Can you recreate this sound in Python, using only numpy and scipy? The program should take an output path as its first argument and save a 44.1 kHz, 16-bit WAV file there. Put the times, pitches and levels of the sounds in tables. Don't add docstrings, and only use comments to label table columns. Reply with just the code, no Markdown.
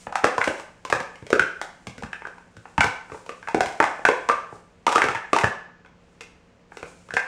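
import sys
import numpy as np
from scipy import signal
from scipy.fft import rfft, irfft
from scipy.io import wavfile
from scipy.ndimage import uniform_filter1d

SR = 44100
rng = np.random.default_rng(int(sys.argv[2]) if len(sys.argv) > 2 else 0)


def dump(signal):
    limited = np.clip(np.atleast_2d(signal).T, -1, 1)
    pcm = np.round(limited * 32767).astype(np.int16)
    wavfile.write(sys.argv[1], SR, pcm)


N = 320594


def amp(db):
    return 10 ** (np.asarray(db) / 20)


def evened(x):
    return x / np.sqrt(np.mean(x ** 2) + 1e-20)


def read(points, hz):
    point_hz, value = np.transpose(points)
    return np.interp(np.log(hz + 1), np.log(point_hz + 1), value)


def add(mix, start_s, sound):
    part = mix[round(start_s * SR):][:len(sound)]
    part += sound[:len(part)]


def coloured(x, spectrum):
    gain = amp(read(spectrum, np.fft.rfftfreq(len(x), 1 / SR)))
    return irfft(rfft(x) * gain, len(x))


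def waver(smoothed):
    return amp(0.77 * evened(smoothed))


# pitch_hz [Hz], level_db [dB per Hz]
AMBIENCE_COLOUR = [(20, 5.5), (60, -7), (140, -13), (180, -11), (230, -16.5), (390, -17), (540, -18.5),
                   (760, -21), (2700, -29.5), (3400, -35), (7000, -41.5), (11500, -69.5), (16000, -61.5)]
AMBIENCE_DB = -50.5
# [dB, peak before the waver]
HUM_TONES = [(60, -76.5), (176, -59.5), (240, -66), (468, -66.5), (540, -68)]


def background():
    t = np.arange(N) / SR
    noise = amp(AMBIENCE_DB) * evened(coloured(rng.standard_normal(N), AMBIENCE_COLOUR))
    hum = np.zeros(N)
    for pitch_hz, level_db in HUM_TONES:
        slow = uniform_filter1d(uniform_filter1d(rng.standard_normal(N), 3000), 3000)
        hum += amp(level_db) * waver(slow) * np.sin(2 * np.pi * (pitch_hz * t + rng.random()))
    return noise + hum


# time_s [s], level_db [dB]
HAND_LEVEL = [(0, -72), (.85, -70), (1.2, -65.5), (1.7, -67), (2.3, -67.5), (2.5, -72), (2.7, -64.5),
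              (3.02, -69), (3.3, -64), (4.25, -61), (4.5, -74), (5.3, -78), (5.7, -101), (6.1, -73),
              (6.68, -81), (6.74, -62.5), (7.27, -66)]
# pitch_hz [Hz], level_db [dB per Hz]
BRUSH_COLOUR = [(200, -30), (700, -4), (2000, -2), (4000, -5), (7500, 0), (9500, -6), (11800, -28),
                (13200, -22), (16000, -30)]
# start_s [s, full level reached], held_s [s], level_db [dB]
SLIDES = [(0.0, 0.029, -53.5), (.43, 0.081, -48), (.58, 0.027, -57), (3.14, 0.04, -58.5), (3.68, .01, -51),
          (3.89, .01, -63.5), (4.54, 0.022, -61.5), (5.03, 0.018, -57), (5.41, .01, -43.5),
          (6.88, 0.021, -58.5)]
SLIDE_RISE_DB_PER_S, SLIDE_FALL_DB_PER_S = 248, 195


def brushing():
    t = np.arange(N) / SR
    level = amp(np.interp(t, *np.transpose(HAND_LEVEL)))
    for start_s, held_s, level_db in SLIDES:
        rise_db = SLIDE_RISE_DB_PER_S * np.maximum(start_s - t, 0)
        fall_db = SLIDE_FALL_DB_PER_S * np.maximum(t - start_s - held_s, 0)
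        level += amp(level_db - rise_db - fall_db)
    grain = waver(uniform_filter1d(rng.standard_normal(N), 250))
    return level * evened(coloured(rng.standard_normal(N), BRUSH_COLOUR) * grain)


PAIR_SPLIT = .015


def ring(modes, t, rise_s, held_s, free_db, lean_db=0):
    hz, level_db, t60_s = np.transpose(modes)[:, :, None]
    detune, luck, phase = rng.standard_normal((len(modes), 3)).T[:, :, None]
    spot_db, spot_detune = 2.5 * luck, .006 * detune
    damped = amp(lean_db + spot_db - 60 * t / held_s)
    free = amp(free_db - 60 * t / t60_s)
    beat = np.cos(np.pi * PAIR_SPLIT * hz * (1 + luck / 3) * t) + .3
    sines = np.sin(2 * np.pi * hz * (1 + spot_detune) * t + 1.13 * phase)
    y = (amp(level_db) * (damped + free) * beat * sines).sum(0)
    y = y * (1 - np.exp(-t / rise_s)) ** 2
    return y / abs(y).max()


def tick(scatter_s, size):
    luck = np.minimum(rng.exponential(1, size // 32 + 1), 3)
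    late_s = np.repeat(luck ** 2 / 2 * scatter_s, 16)[:size // 2 + 1]
    spread = irfft(np.exp(-2j * np.pi * np.cumsum(late_s) * SR / size), size)
    return spread * (np.arange(size) < size // 4)


# pitch_hz [Hz], level_db [dB, relative],
# t60_s [s, time for the free ring to fall 60 dB]
WALL_MODES = [(745, 0, .09), (828, 0, .1), (915, 0, .12), (1030, 0, .07), (1185, 0, .14), (1290, 0, .08),
              (1450, -2, .07), (1515, 0, .14), (1600, -2, .08), (1718, 0, .11)]
AIR_MODES = [(370, -8, .03), (440, -1, .045), (495, 1, .04), (574, -1, .025), (650, -8, .02)]
RIM_MODES = [(2080, 0, .06), (2250, -1, .06), (2480, -1, .08), (2620, -6, .07), (2930, -11, .04),
             (3380, -13, .06)]
HELD_S = 0.014
AIR_SHIFT = .05


def distance(modes, favoured_hz):
    octaves = abs(np.log2(np.array(modes)[:, :1] / favoured_hz))
    return np.minimum(octaves / .14, 1)


def knock(favoured_hz, others_db, air_db, rim_db, tick_db):
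    t = np.arange(8192) / SR
    lean_db = others_db * distance(WALL_MODES, favoured_hz)
    lift_db = -others_db * (1 - distance(RIM_MODES, favoured_hz))
    wall_held_s = HELD_S * (1 - others_db / 79.0)
    wall_free_db = -33 - .85 * others_db + 1.3 * lean_db
    wall = ring(WALL_MODES, t, 0.00082, wall_held_s, wall_free_db, lean_db)
    air_t = t * (1 + AIR_SHIFT * rng.standard_normal())
    air = amp(air_db) * ring(AIR_MODES, air_t, 0.0011, 0.018, -22.0)
    rim = amp(rim_db) * ring(RIM_MODES, t, 0.00043, HELD_S, -27.0 + 1.4 * lift_db, lift_db)
    click = amp(tick_db + 13.0) * tick(0.0027, size=len(t))
    return wall + air + rim, click


# time_s [s], wall_db [dB, peak], favoured_hz [Hz, wall or rim mode],
# others_db [dB, the other modes], air_db [dB], rim_db [dB], tick_db [dB]; the last four relative to the wall
KNOCKS = [(0.069, -20, 828, -9.5, -7, -12.5, -21), (0.125, -20, 828, 1, -17, -16.5, -13),
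          (0.156, -9, 857, -11, -39.5, -9, -9), (0.238, -22.5, 745, 9, 3.5, -5, -33),
          (0.243, -3, 800, -12.5, -5, -10.5, -9), (0.381, -9.5, 1030, -14, -6, -11, -11.5),
          (0.411, -16.5, 1030, -15.5, -27, -8, -22), (0.415, -8, 1555, -12, -29, -3, -21),
          (0.442, -20.5, 2480, -3.5, -25.5, 1.5, 3), (0.475, -16, 745, -2.5, 4, -16, -11),
          (0.478, -11.5, 1420, 4, -3, -7, -9), (0.598, -27.5, 1185, -8, -9.5, -6, -3.5),
          (0.851, -23.5, 990, -38, -4, -9, -1.5), (0.901, -18.5, 745, -19, -8, -8, -2),
          (0.926, -3.5, 1100, -1, -9, -11.5, -11.5), (1.003, -25, 915, -18.5, -6, -3.5, -0.5),
          (1.157, -48, 1290, 1.5, 3, 9, 8.5), (1.225, -41.5, 1030, -8, 5, -3.5, -7),
          (1.267, -39.5, 828, 5, 5, 4, 7.5), (1.304, -30.5, 745, -11, 12, -0.5, 8),
          (1.3291, -7, 745, 5, 2.5, -9, -9), (1.395, -3.5, 1456, -16, -25, -9.5, -13.5),
          (1.615, -16, 828, -7, -17, -8, -5), (1.87, -29.5, 828, -11, -4.5, 0.5, 4),
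          (1.981, -35.5, 1450, -14, -1.5, 0, 2.5), (2.024, -28.5, 828, -21.5, -2.5, -12, -5),
          (2.035, -20.5, 1470, -7, -26, -8, -11.5), (2.131, -18.5, 1718, -11.5, -25, -7, -14),
          (2.22, -28, 915, -12, -10, -8.5, -22.5), (2.252, -21.5, 1515, -5.5, -16, -13.5, -24.5),
          (2.271, -26.5, 915, 4, -8.5, -12.5, -10.5), (2.382, -34.5, 915, -14, -7.5, -8.5, -13),
          (2.568, -38.5, 1535, -17.5, -4.5, -22, -0.5), (2.655, -29.5, 1515, 0, -11.5, -10.5, -23.5),
          (2.78, -6.5, 915, -9.5, -35, -10, -15), (2.8075, -3.5, 2200, -11, -34, -2, -8),
          (2.813, -10.5, 1515, -20, -27, -18, -12), (2.843, -10, 1030, -7, -6.5, -31, -5.5),
          (3.099, -30, 1600, 0, -11, -13, -30), (3.119, -28, 1185, -13, -2, -7.5, -15),
          (3.145, -28, 1290, -8, -2.5, -13, -17), (3.263, -37.5, 915, -22, 1, -8, 1),
          (3.293, -25, 1185, -15.5, 1, -3.5, -5), (3.428, -29.5, 1515, -5.5, -10.5, -9, -11),
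          (3.474, -20, 1560, -7, -22, -6.5, -19), (3.486, -18, 915, -14.5, -25.5, -6.5, -10.5),
          (3.546, -8.5, 745, -14.5, -1.5, -12, -12.5), (3.607, -5.5, 745, -13, -11.5, -12.5, -8.5),
          (3.66, -20.5, 745, -5, -17.5, -3.5, -1.5), (3.724, -35.5, 915, -15, -14, -4.5, 2),
          (3.802, -2, 1718, -4, -8, -9, -16), (3.806, -13, 915, -23, -9.5, -17, -25),
          (3.826, -12.5, 915, -16, -28.5, -14, -10.5), (3.841, -5.5, 828, -7, -30, -10.5, -14),
          (3.993, -27.5, 828, -23, -1, -12, -20), (4.052, -0.5, 1187, -4.5, -23.5, -10.5, -13),
          (4.088, -5.5, 1030, -15.5, -2.5, -6.5, -12.5), (4.289, -9, 1052, -16.5, -10, -10, -7.5),
          (4.298, -5, 1220, -25.5, -8, -12, -29), (4.315, -33.5, 2250, -20, 4.5, 8, -23),
          (4.329, -23.5, 1185, -22, -16, -18, -31), (4.526, -32, 805, -16, -1, -23, -22),
          (4.867, -7, 915, -20.5, -11.5, -9.5, -6.5), (4.879, -8.5, 1194, -24.5, -6, -29, -17),
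          (4.892, -18, 828, -32.5, -15, -12, -0.5), (4.92, -22.5, 1185, -4, -11, -7, 2.5),
          (4.926, -12, 915, -16.5, -11.5, -12, -4), (4.953, -18, 1290, -17, -12, -8, -2.5),
          (4.958, -3, 1240, -22.5, -10.5, -15, -9), (4.981, -7.5, 1185, 1.5, -21, -11.5, -11.5),
          (5.019, -5.5, 1620, -8, -15.5, -2.5, -12), (5.041, -14, 745, -2, 0, -14, -5),
          (5.06, -26, 1718, -15, -4, -5, -9.5), (5.086, -12.5, 1290, -13, -16, -6, -10),
          (5.149, -18.5, 925, -16.5, -20, -5.5, -9.5), (5.155, -21, 1718, -13, -18, 1, -11),
          (5.165, -20, 1718, -19, -21, -21, -23.5), (5.174, -22, 1718, -14, -16.5, -22, -20),
          (5.248, -29.5, 1718, -17, -19, -10, -25), (5.332, -5.5, 1185, -20, -1.5, -9, -9),
          (5.364, -6.5, 915, -16, -23, -17, -10.5), (5.387, -17, 1030, -12, -29, 2.5, 0),
          (5.436, -13, 1718, -7, -2.5, -22, -12), (5.442, -4.5, 1718, -9, -16, -9.5, -14.5),
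          (5.849, -37.5, 828, -3, -6, -11, -20), (5.861, -44.5, 3380, -13, -10, 1, -7),
          (5.894, -49, 1030, -17, -6, -14, -20), (6.209, -40, 1600, 10, 1, 7, 12),
          (6.215, -39.5, 2620, -10, -3, 4.5, 2), (6.72, -32, 745, -8, -12, -12, -23),
          (6.771, -29.5, 828, 3, -3.5, -5, -1), (6.81, -54, 1030, -14, -5, 8, 6),
          (6.829, -23.5, 1030, -8, -2.5, -6, -11.5), (7.088, -37, 1290, -16, -4, -10, -6),
          (7.107, -22.5, 1576, -11, -29, -16, -14), (7.139, -22, 1600, -19, 1, -6, 0),
          (7.168, -6.5, 1637, -20.5, -17, -5.5, -12.5)]
# [dB, middle of a spread]
CHATTER = [(.25, .285, -19), (4.885, 5.12, -25), (5.34, 5.43, -24)]
CHATTER_PER_S = 60
# pitch_hz [Hz], gain_db [dB]
TICK_COLOUR = [(80, -36), (400, -3), (1000, 10), (3000, 7), (4500, 2.5), (5500, 4), (8000, 0),
               (10000, -8.5), (11800, -27), (13200, -18.5), (16000, -29)]


def cups():
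    body, ticks = np.zeros((2, N))
    loose = []
    for start_s, end_s, level_db in CHATTER:
        for u, v, w in rng.random((round(CHATTER_PER_S * (end_s - start_s)), 3)):
            time_s = start_s + (end_s - start_s) * u
            loose.append((time_s, level_db + 8 * (v - .5), 745 + 1500 * w, -8, -9, -5, -8))
    for time_s, wall_db, *blow in KNOCKS + loose:
        ringing, click = knock(*blow)
        start_s = time_s - .0006
        add(body, start_s, amp(wall_db) * ringing)
        add(ticks, start_s, amp(wall_db) * click)
    return body, coloured(ticks, TICK_COLOUR)


# pitch_hz [Hz], level_db [dB, relative], t60_s [s]; each thump varies them a little
TABLE_MODES = [(85, 1, 0.042), (109, -12, 0.22), (139, -2.5, 0.093), (207, -1, 0.0085),
               (273.6, -6.5, 0.056)]
# [dB, peak]
LANDINGS = [(0.069, -35), (0.382, -29), (0.476, -29.5), (0.925, -26), (1.003, -33.5), (1.222, -35),
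            (1.327, -27), (1.398, -26), (1.87, -29), (1.98, -36), (2.033, -28.5), (2.568, -37.5),
            (2.78, -15.5), (2.844, -23.5), (3.12, -34.5), (3.547, -27), (3.606, -27.5), (3.659, -35),
            (4.524, -36.5), (5.042, -30), (5.085, -31.5), (5.149, -37.5), (5.437, -18), (6.829, -35),
            (7.139, -33)]
SHAKE_DB = -36.5


def table():
    out, t = np.zeros(N), np.arange(8192) / SR
    shakes = [(row[0], row[1] + SHAKE_DB) for row in KNOCKS]
    for time_s, level_db in LANDINGS + shakes:
        add(out, time_s, amp(level_db) * ring(TABLE_MODES, t, 0.0066, 0.027, -16.5))
    return out


# pitch_hz [Hz], t60_s [s]
ROOM_T60 = [(100, 0.13), (300, 0.43), (700, 0.52), (1800, 0.53), (5000, 0.49), (12000, 0.36)]
# delay_s [s, varied by up to a tenth], level_db [dB]
ECHOES = [(.004, -13), (.009, -14), (.014, -13), (.024, -13), (.031, -15)]


def room(x):
    out = np.zeros(N)
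    turn = 2 * np.pi * 3.1 * np.arange(N) / SR
    for k in range(3):
        taps = np.zeros(SR)
        at = np.arange(260, SR - 20, 20) + rng.integers(0, 20, (SR - 261) // 20)
        taps[at] = rng.choice([-1., 1.], len(at))
        hz, t, bands = signal.stft(taps, SR, nperseg=256)
        decay = amp(-60 * t / read(ROOM_T60, hz)[:, None])
        tail = signal.istft(bands * decay, SR, nperseg=256)[1]
        tail = tail * (1 - np.exp(-np.arange(len(tail)) / SR / .007))
        tail = amp(-5.5) * tail / np.linalg.norm(tail)
        for delay_s, level_db in ECHOES:
            add(tail, delay_s * rng.uniform(.9, 1.1), amp([level_db]) * rng.choice([-1., 1.]))
        share = np.sqrt(2 / 3) * np.cos(turn + k * np.pi / 3)
        out += signal.fftconvolve(x * share, tail)[:N]
    return out


TICK_ROOM_DB, THUMP_ROOM_DB = 0.5, -1.0


def scene():
    body, ticks = cups()
    thumps = table()
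    direct = body + ticks + thumps
    echoed = room(body + amp(TICK_ROOM_DB) * ticks + amp(THUMP_ROOM_DB) * thumps)
    mono = direct + echoed + brushing() + background()
    return np.array([mono, mono])


EDGE_HZ = 16300


def record(dry):
    thin = signal.lfilter(*signal.butter(2, 60., "high", fs=SR), dry)
    bent = thin / (1 + abs(thin) ** 8) ** (1 / 8)
    lowpass = signal.firwin(511, EDGE_HZ, window=("kaiser", 9), fs=SR)
    return signal.oaconvolve(bent, lowpass[None], "same")


dry = scene()
out = record(dry)
dump(out)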